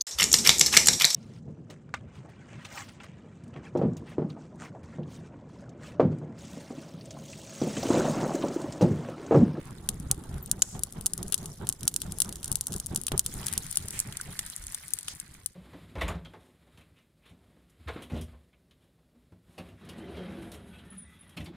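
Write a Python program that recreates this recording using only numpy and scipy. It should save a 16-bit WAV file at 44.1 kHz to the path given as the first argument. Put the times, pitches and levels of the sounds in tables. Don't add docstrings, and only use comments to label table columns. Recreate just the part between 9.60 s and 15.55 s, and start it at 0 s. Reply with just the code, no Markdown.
import sys
import numpy as np
from scipy import signal
from scipy.fft import rfft, irfft
from scipy.io import wavfile
from scipy.ndimage import uniform_filter1d

SR = 44100
rng = np.random.default_rng(int(sys.argv[2]) if len(sys.argv) > 2 else 0)


def digitize_waveform(pressure):
    field = np.atleast_2d(pressure).T
    bounded = np.clip(field, -1, 1)
    quanta = np.round(bounded * 32767).astype(np.int16)
    wavfile.write(sys.argv[1], SR, quanta)


N = 262395

# (frequency [Hz], likeness [0 to 1])
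PORT_LIKENESS = [(60, 0.99), (180, 0.99), (350, 0.85), (550, 0.6), (1650, 0.53), (4970, 0.027),
                 (15000, 0.04)]
# (time [s], level [dB])
COAL_HEAT = [(0, -64), (.85, -61), (1.5, -60), (1.8, -55.5), (2.15, -62.5), (2.5, -55.5), (2.85, -58.5),
             (3.15, -55), (3.5, -61.5), (3.8, -47.5), (4.25, -52), (4.45, -58), (4.85, -51), (5.6, -57.5),
             (5.95, -69.5)]


def amp(db):
    return 10 ** (np.asarray(db) / 20)


def evened(x):
    return x / np.sqrt(np.mean(x ** 2) + 1e-20)


def read(points, hz):
    f, value = np.transpose(points)
    return np.interp(np.log(hz + 1), np.log(f + 1), value)


def curve(table):
    return np.interp(np.arange(N) / SR, *np.transpose(table))


def add(mix, s, sound):
    at = max(round(s * SR), 0)
    part = mix[:, at:at + sound.shape[-1]]
    part += sound[..., :part.shape[1]]


def causal(db):
    log_gain = np.maximum(db, -100) * np.log(10) / 20
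    full = np.concatenate([log_gain, log_gain[..., -2:0:-1]], -1)
    phase = -signal.hilbert(full).imag[..., :log_gain.shape[-1]]
    return np.exp(log_gain + 1j * phase)


def noise(colour, size, patchy_db, flicker_db):
    # (frequency [Hz], left over right [dB])
    port_balance = [(60, -0.5), (150, 0.5), (380, -3), (950, -3), (2380, -7), (5980, -2), (15000, 5)]
    hop = size // 4
    frames, hz = N // hop + 5, np.fft.rfftfreq(size, 1 / SR)
    a, b, c, d, patches = rng.standard_normal((frames, len(hz), 5)).T
    patches = uniform_filter1d(patches, size=8, axis=0)
    patches = evened(uniform_filter1d(patches, size=8, axis=1))
    flicker = rng.standard_normal(frames)
    same = np.clip(read(PORT_LIKENESS, hz), -1, 1)[:, None]
    left, other = a + 1j * b, c + 1j * d
    z = np.array([left, same * left + np.sqrt(1 - same ** 2) * other])
    z *= amp(read(colour, hz)[:, None] + patchy_db * patches + flicker_db * flicker)
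    z *= amp(np.multiply.outer([.5, -.5], read(port_balance, hz)))[..., None]
    out = signal.istft(z, nperseg=size, noverlap=size - hop)[1][:, :N]
    return out / np.sqrt(np.mean(out.mean(0) ** 2))


def rustle():
    # (frequency [Hz], relative density [dB])
    rustle_colour = [(410, -29), (700, -10.5), (1390, -3), (2020, 0.5), (2830, -10), (3370, -8.5),
                     (5000, -12), (6500, -64), (11000, -120)]
    # (time [s], level [dB])
    needle_level = [(0, -58), (.3, -71), (3.6, -70.5), (3.8, -54), (4.1, -58.5), (4.45, -55.5),
                    (4.85, -55.5), (5.5, -60.5), (5.82, -63.5), (5.95, -77.5)]
    return noise(rustle_colour, size=256, patchy_db=2.0, flicker_db=5.0) * amp(curve(needle_level))


def sizzle():
    # (frequency [Hz], relative density [dB])
    sizzle_colour = [(1470, -41), (2500, -25), (3130, -10.5), (5340, -8), (7470, -6.5), (9720, -4),
                     (12500, -14), (15200, -13.5), (15900, -34), (16900, -42)]
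    return noise(sizzle_colour, size=256, patchy_db=4.5, flicker_db=5.0) * amp(curve(COAL_HEAT))


def hisses():
    # (time [s], length [s], centre [Hz], width at half amplitude [Hz], level before the fades [dB])
    bursts = [(1.022, 0.0051, 6750, 1480, -17), (1.023, 0.17, 7150, 2970, -48),
              (4.994, 0.13, 54, 69, -47.5), (3.843, 0.16, 2040, 2500, -51.5),
              (4.318, 0.13, 8400, 4550, -43), (4.328, 0.1, 2320, 2400, -47.5),
              (5.471, 0.074, 5800, 5230, -44.5)]
    mix = np.zeros((2, N))
    hz = np.fft.rfftfreq(8192, 1 / SR)
    for s, length, centre_hz, width_hz, db in bursts:
        left, other, grain = rng.standard_normal((8192, 3)).T
        same = np.clip(read(PORT_LIKENESS, centre_hz), 0, 1)
        right = same * left + np.sqrt(1 - same ** 2) * other
        band = irfft(rfft([left, right]) / (1 + ((hz - centre_hz) / width_hz * 2) ** 2))
        grain = amp(0.55 * evened(uniform_filter1d(grain, size=150)))
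        u = np.arange(8192) / SR / length
        fades = np.clip(14.0 * u, 0, 1) * np.clip(3.6 * (1 - u), 0, 1)
        add(mix, s, amp(db) * evened(band * grain) * fades)
    return mix


def pings():
    # (time [s], pitch [Hz], level before the soft start [dB], t60 [s], left over right [dB])
    struck = [(.827, 14200, -35., .05, 6.), (1.0206, 7200, -1., .005, -3.), (4.6004, 1500, -25., .012, -4.),
              (4.7551, 1700, -28., .006, -4.), (4.7912, 2000, -24., .008, -2.)]
    mix, t = np.zeros((2, N)), np.arange(4000) / SR
    for s, hz, db, t60, pan_db in struck:
        soft_start = 1 - np.exp(-t * hz)
        ring = amp(db - 60 * t / t60) * soft_start * np.sin(2 * np.pi * hz * t)
        add(mix, s, ring * amp([[pan_db / 2], [-pan_db / 2]]))
    return mix


def knock():
    # (time [s], push gain [dB], push time scale [s], grit gain [dB], grit t60 [s])
    thud = (3.5186, -19., .00045, -28., .025)
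    s, db, time_scale, grit_db, t60 = thud
    mix, t = np.zeros((2, N)), np.arange(4000) / SR
    u = t / time_scale
    push = 3.5 * u * (2 - u) * np.exp(-u) / 2
    grit = signal.lfilter(*signal.butter(1, 2500, fs=SR), rng.standard_normal((2, len(t))))
    add(mix, s, amp(db) * push + amp(grit_db - 60 * t / t60) * evened(grit))
    return mix


def flames():
    # (time [s], roar gain [dB], time scale of the swell [s])
    strokes = [(.077, -40.5, 0.035), (0.297, -39.5, 0.038), (0.514, -35.5, 0.019), (0.692, -38.5, 0.081),
               (.926, -41, 0.043), (1.136, -38, 0.057), (1.356, -37.5, 0.049), (1.565, -39.5, 0.082),
               (1.775, -41.5, 0.082), (2.007, -35.5, 0.045), (2.224, -39, 0.038), (2.427, -39, 0.08),
               (2.655, -37.5, 0.057), (2.877, -39, 0.048), (3.103, -38, 0.051), (3.31, -35.5, 0.049),
               (3.527, -33, 0.042), (3.736, -38.5, 0.1), (3.94, -43.5, 0.065), (4.213, -45, .067),
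               (4.447, -42, 0.054), (4.671, -42.5, 0.044)]
    # (frequency [Hz], relative density [dB])
    roar_colour = [(8.8, -38), (15, -2), (87, -2.5), (157, 2.5), (213, -6), (289, -23.5), (374, -8),
                   (491, -25.5), (616, -21.5), (700, -21.5), (910, -31.5), (1540, -120)]
    flutter_colour = [(240, -35), (400, -10.5), (605, -19.5), (746, -7.5), (1370, -11.5), (2350, -24.5),
                      (3000, -24.5), (3900, -23), (6600, -120)]
    burn_colour = [(8.8, -56), (15, 0), (43, -6), (123, -6), (380, -21.5), (700, -34), (910, -49),
                   (1540, -120)]
    # (time [s], level [dB])
    burn_level = [(0, -44), (.6, -43), (1.8, -47), (4.6, -48), (5.0, -57.5), (5.82, -55), (5.9, -65)]
    flutter_db = -16

    s, db, time_scale = np.transpose(strokes)[..., None]
    t = np.arange(0, N + 64, 64) / SR
    u = np.maximum(t - s + 0.014, 0) / time_scale
    gusts = (u * np.exp(1 - u ** 1.556) * amp(db)) ** 2
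    roar_power = np.interp(np.arange(N) / SR, t, gusts.sum(0))
    burn = amp(curve(burn_level))
    burn_power = burn ** 2 + 0.08 * roar_power
    flutter_power = roar_power * amp(flutter_db) ** 2 + (burn * amp(-17.0)) ** 2

    fire = noise(roar_colour, size=1024, patchy_db=2.0, flicker_db=3.0) * np.sqrt(roar_power)
    fire += noise(burn_colour, size=1024, patchy_db=3.0, flicker_db=2.5) * np.sqrt(burn_power)
    fire += noise(flutter_colour, size=512, patchy_db=3.0, flicker_db=2.5) * np.sqrt(flutter_power)
    lumps = amp(1.95 * evened(uniform_filter1d(rng.standard_normal(N), size=900)))
    return lumps * fire


def pops(rows):
    # (frequency [Hz], relative level [dB])
    pop_colour = [(500, -38.5), (1400, -22), (2200, -32.5), (2900, -14.5), (5300, -10.5), (6900, -6),
                  (9400, -1), (11300, -10), (14000, -16), (17000, -29.5)]
    # (frequency [Hz], left over right [dB])
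    port_ring = [(500, 15.5), (1500, -7.5), (4800, 0.5), (6700, -5), (8900, 2), (10200, 12), (12500, 0)]
    # (frequency [Hz], share [0 to 1])
    shade = [(500, 0.11), (5000, 0.096), (9700, 0.52), (16000, 0.67)]
    # (time [s], mean delay of the right port behind the left [samples])
    turn = [(3.9, .5), (4.4, 4)]

    s, db, body_db, pan_db = np.transpose(rows)[..., None]
    scatter_db = -15 + 0.4 * body_db - 0.082 * pan_db
    hz, t = np.fft.rfftfreq(1024, 1 / SR), np.arange(1024) / SR
    low = 1 / (1 + (hz / 4300) ** 6)
    colour_db = read(pop_colour, hz) + body_db * low
    side_db = read(port_ring, hz) + pan_db * read(shade, hz)

    luck = rng.standard_normal((len(rows), 5, 1024)).transpose(1, 0, 2)
    sparse = luck[:2] * (0.3 + (abs(luck[2:4]) > 1.8))
    onset = 1 - np.exp(-(t / .0009) ** 2)
    swell = onset * np.exp(-(t / 0.0034) ** 2) + 0.14 * amp(-60 * t / 0.1)
    fade = np.clip(2 - t / 0.013, 0, 1)
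    scatter = rfft(sparse * swell * amp(scatter_db) * fade) * amp(-4. * low)

    lag = np.interp(s, *np.transpose(turn)) + .6 * luck[4, :, :1]
    delay = 8 + np.multiply.outer([-.5, .5], lag)
    direct = np.exp(-2j * np.pi * hz / SR * delay)
    port_db = colour_db + np.multiply.outer([.5, -.5], side_db)
    sound = irfft((direct + scatter) * causal(port_db))
    power = (abs(signal.hilbert(sound)) ** 2).mean(0)
    sound *= amp(db) / np.sqrt(power.max(-1, keepdims=True))
    mix = np.zeros((2, N))
    for k in range(len(rows)):
        add(mix, s[k, 0], sound[:, k])
    return mix


def crackles(count=800):
    u, v = rng.random((count, 2)), rng.standard_normal((count, 2))
    over_db = np.minimum(12.5 - 4.45 * np.log(u[:, 1]), 31.)
    db = curve(COAL_HEAT)[(u[:, 0] * N).astype(int)] + over_db
    body_db, pan_db = -1.5 + 6. * v[:, 0], 6. + 7. * v[:, 1]
    return pops(np.c_[u[:, 0] * N / SR, db, body_db, pan_db])


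def coal_pops():
    # (time [s], peak envelope level [dB], extra body below about 4 kHz [dB],
    #  left over right before the share of each pitch [dB])
    loud_pops = [(.2894, -3.5, 5.5, 4), (.4001, -23.5, -22, 10), (.5132, 1, -2, -3), (.8606, -20.5, -5, 25),
                 (.9143, .5, -5.5, 0), (1.0205, -2, 10, -2), (1.1933, -19, -4, 8), (1.2351, -4.5, -6, 11),
                 (1.3249, -22, -9, 5), (1.4109, -20, 8, 33), (1.4602, -6, -1.5, -15), (1.4654, -1, -5, 8),
                 (1.5351, -7.5, -8, 9), (1.5785, -14.5, -5, 8), (1.629, -14.5, 1, -1),
                 (1.6812, -20, -10, 8), (1.7237, -5.5, 8.5, 26), (1.7307, -19.5, 22, 6),
                 (1.7427, -3, 7.5, 14), (1.7788, -18.5, -1, -7), (1.858, -17.5, 3, 7),
                 (2.0699, -19.5, 11, 1), (2.0901, -1.5, -18, 19), (2.0963, -16.5, 10, -16),
                 (2.1254, -15, 0.5, -10), (2.2085, -24.5, 5, -22), (2.2317, -16.5, 6.5, 8),
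                 (2.2542, -22, -13, 0), (2.2782, 1, 2, -6), (2.341, -14, -1, -2), (2.3624, -4.5, 0, -14),
                 (2.4178, -11, 9.5, 19), (2.5213, -14.5, 3, 21), (2.5857, -14, -2, 26),
                 (2.6029, -1, 2.5, 22), (2.6194, -1.5, -1, -5), (2.647, -21, 9, 7), (2.692, -18.5, 4, 6),
                 (2.7258, -18, 5, -2), (2.7571, -20, 4, -9), (2.8301, -20, 10, 3), (2.8441, -12.5, 0, -12),
                 (2.858, -18, -4, 14), (2.879, -18, 3.5, 2), (2.9165, -5, -3, 24), (2.9265, -11.5, -5, 5),
                 (2.9559, -4.5, 0, 12), (2.9698, -24, -9, 12), (3.0103, -7, -4, 7), (3.0694, -9, -5.5, 2),
                 (3.0821, -21, -8, -21), (3.1221, -17, 4, 2), (3.1309, -16.5, 4, 1), (3.1396, -15, 4, 4),
                 (3.1631, -13, -9, 9), (3.1822, -24, -16, 3), (3.2, -11.5, -3, -7), (3.2615, -14.5, -6, 15),
                 (3.2674, -14.5, -20, 9), (3.3477, -15.5, -14, -7), (3.3603, -4.5, 2, -2),
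                 (3.3741, -17, 0, 7), (3.4145, -15.5, -3, 27), (3.4357, -18, -2, 21),
                 (3.4676, -7.5, 0, -10), (3.4819, -13, 19, 18), (3.5185, -16, 21, 9), (3.5783, -5, -7, 12),
                 (3.5939, .5, -1, -4), (3.6628, -7, 3, 1), (3.7402, -19.5, -18, 25),
                 (3.8291, -29.5, 31, 16), (3.867, -9, 0, 8), (3.8831, -12, 9, 4), (3.9269, -12.5, 10, 32),
                 (3.9368, -10, -1, 19), (3.9779, -4, 0.5, -2), (4.0659, -19.5, 1, 11),
                 (4.1122, -13.5, -3, 23), (4.1264, -16.5, 5, 10), (4.1573, -11, -6, 3),
                 (4.1719, -1, 2.5, 17), (4.2842, -15, -2, 3), (4.3072, -16, 1, 9), (4.3917, -9, -10, -11),
                 (4.4013, -4.5, -15, -14), (4.5243, -24.5, 17.5, 6), (4.5705, -15, 2.5, -1),
                 (4.6125, -16, 3, 4), (4.7915, -11.5, 12.5, 1), (4.8999, -19.5, -9, 2),
                 (4.9634, -15, -18, 4), (5.068, -18, -11, 3), (5.1228, -21, -12, 18),
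                 (5.1462, -11, 5.5, 19), (5.2819, -20.5, -17, 20), (5.3364, -3.5, -1.5, 24),
                 (5.3879, -15, 5.5, 17), (5.4307, -24.5, -1, 6), (5.4823, -14, 19.5, 23), (5.6, -16, 3, 13),
                 (5.861, -8, -0.5, 25), (5.8699, -34, -4, 16)]
    return pops(loud_pops)


def scene():
    background = rustle() + sizzle() + hisses() + pings() + knock()
    return background + flames() + crackles() + coal_pops()


def record(dry):
    edge_hz = 16850
    edge = signal.firwin(255, edge_hz, window=("kaiser", 9), fs=SR)[None]
    return signal.oaconvolve(np.clip(dry, -1, 1), edge, "same")


dry = scene()
out = record(dry)
digitize_waveform(out)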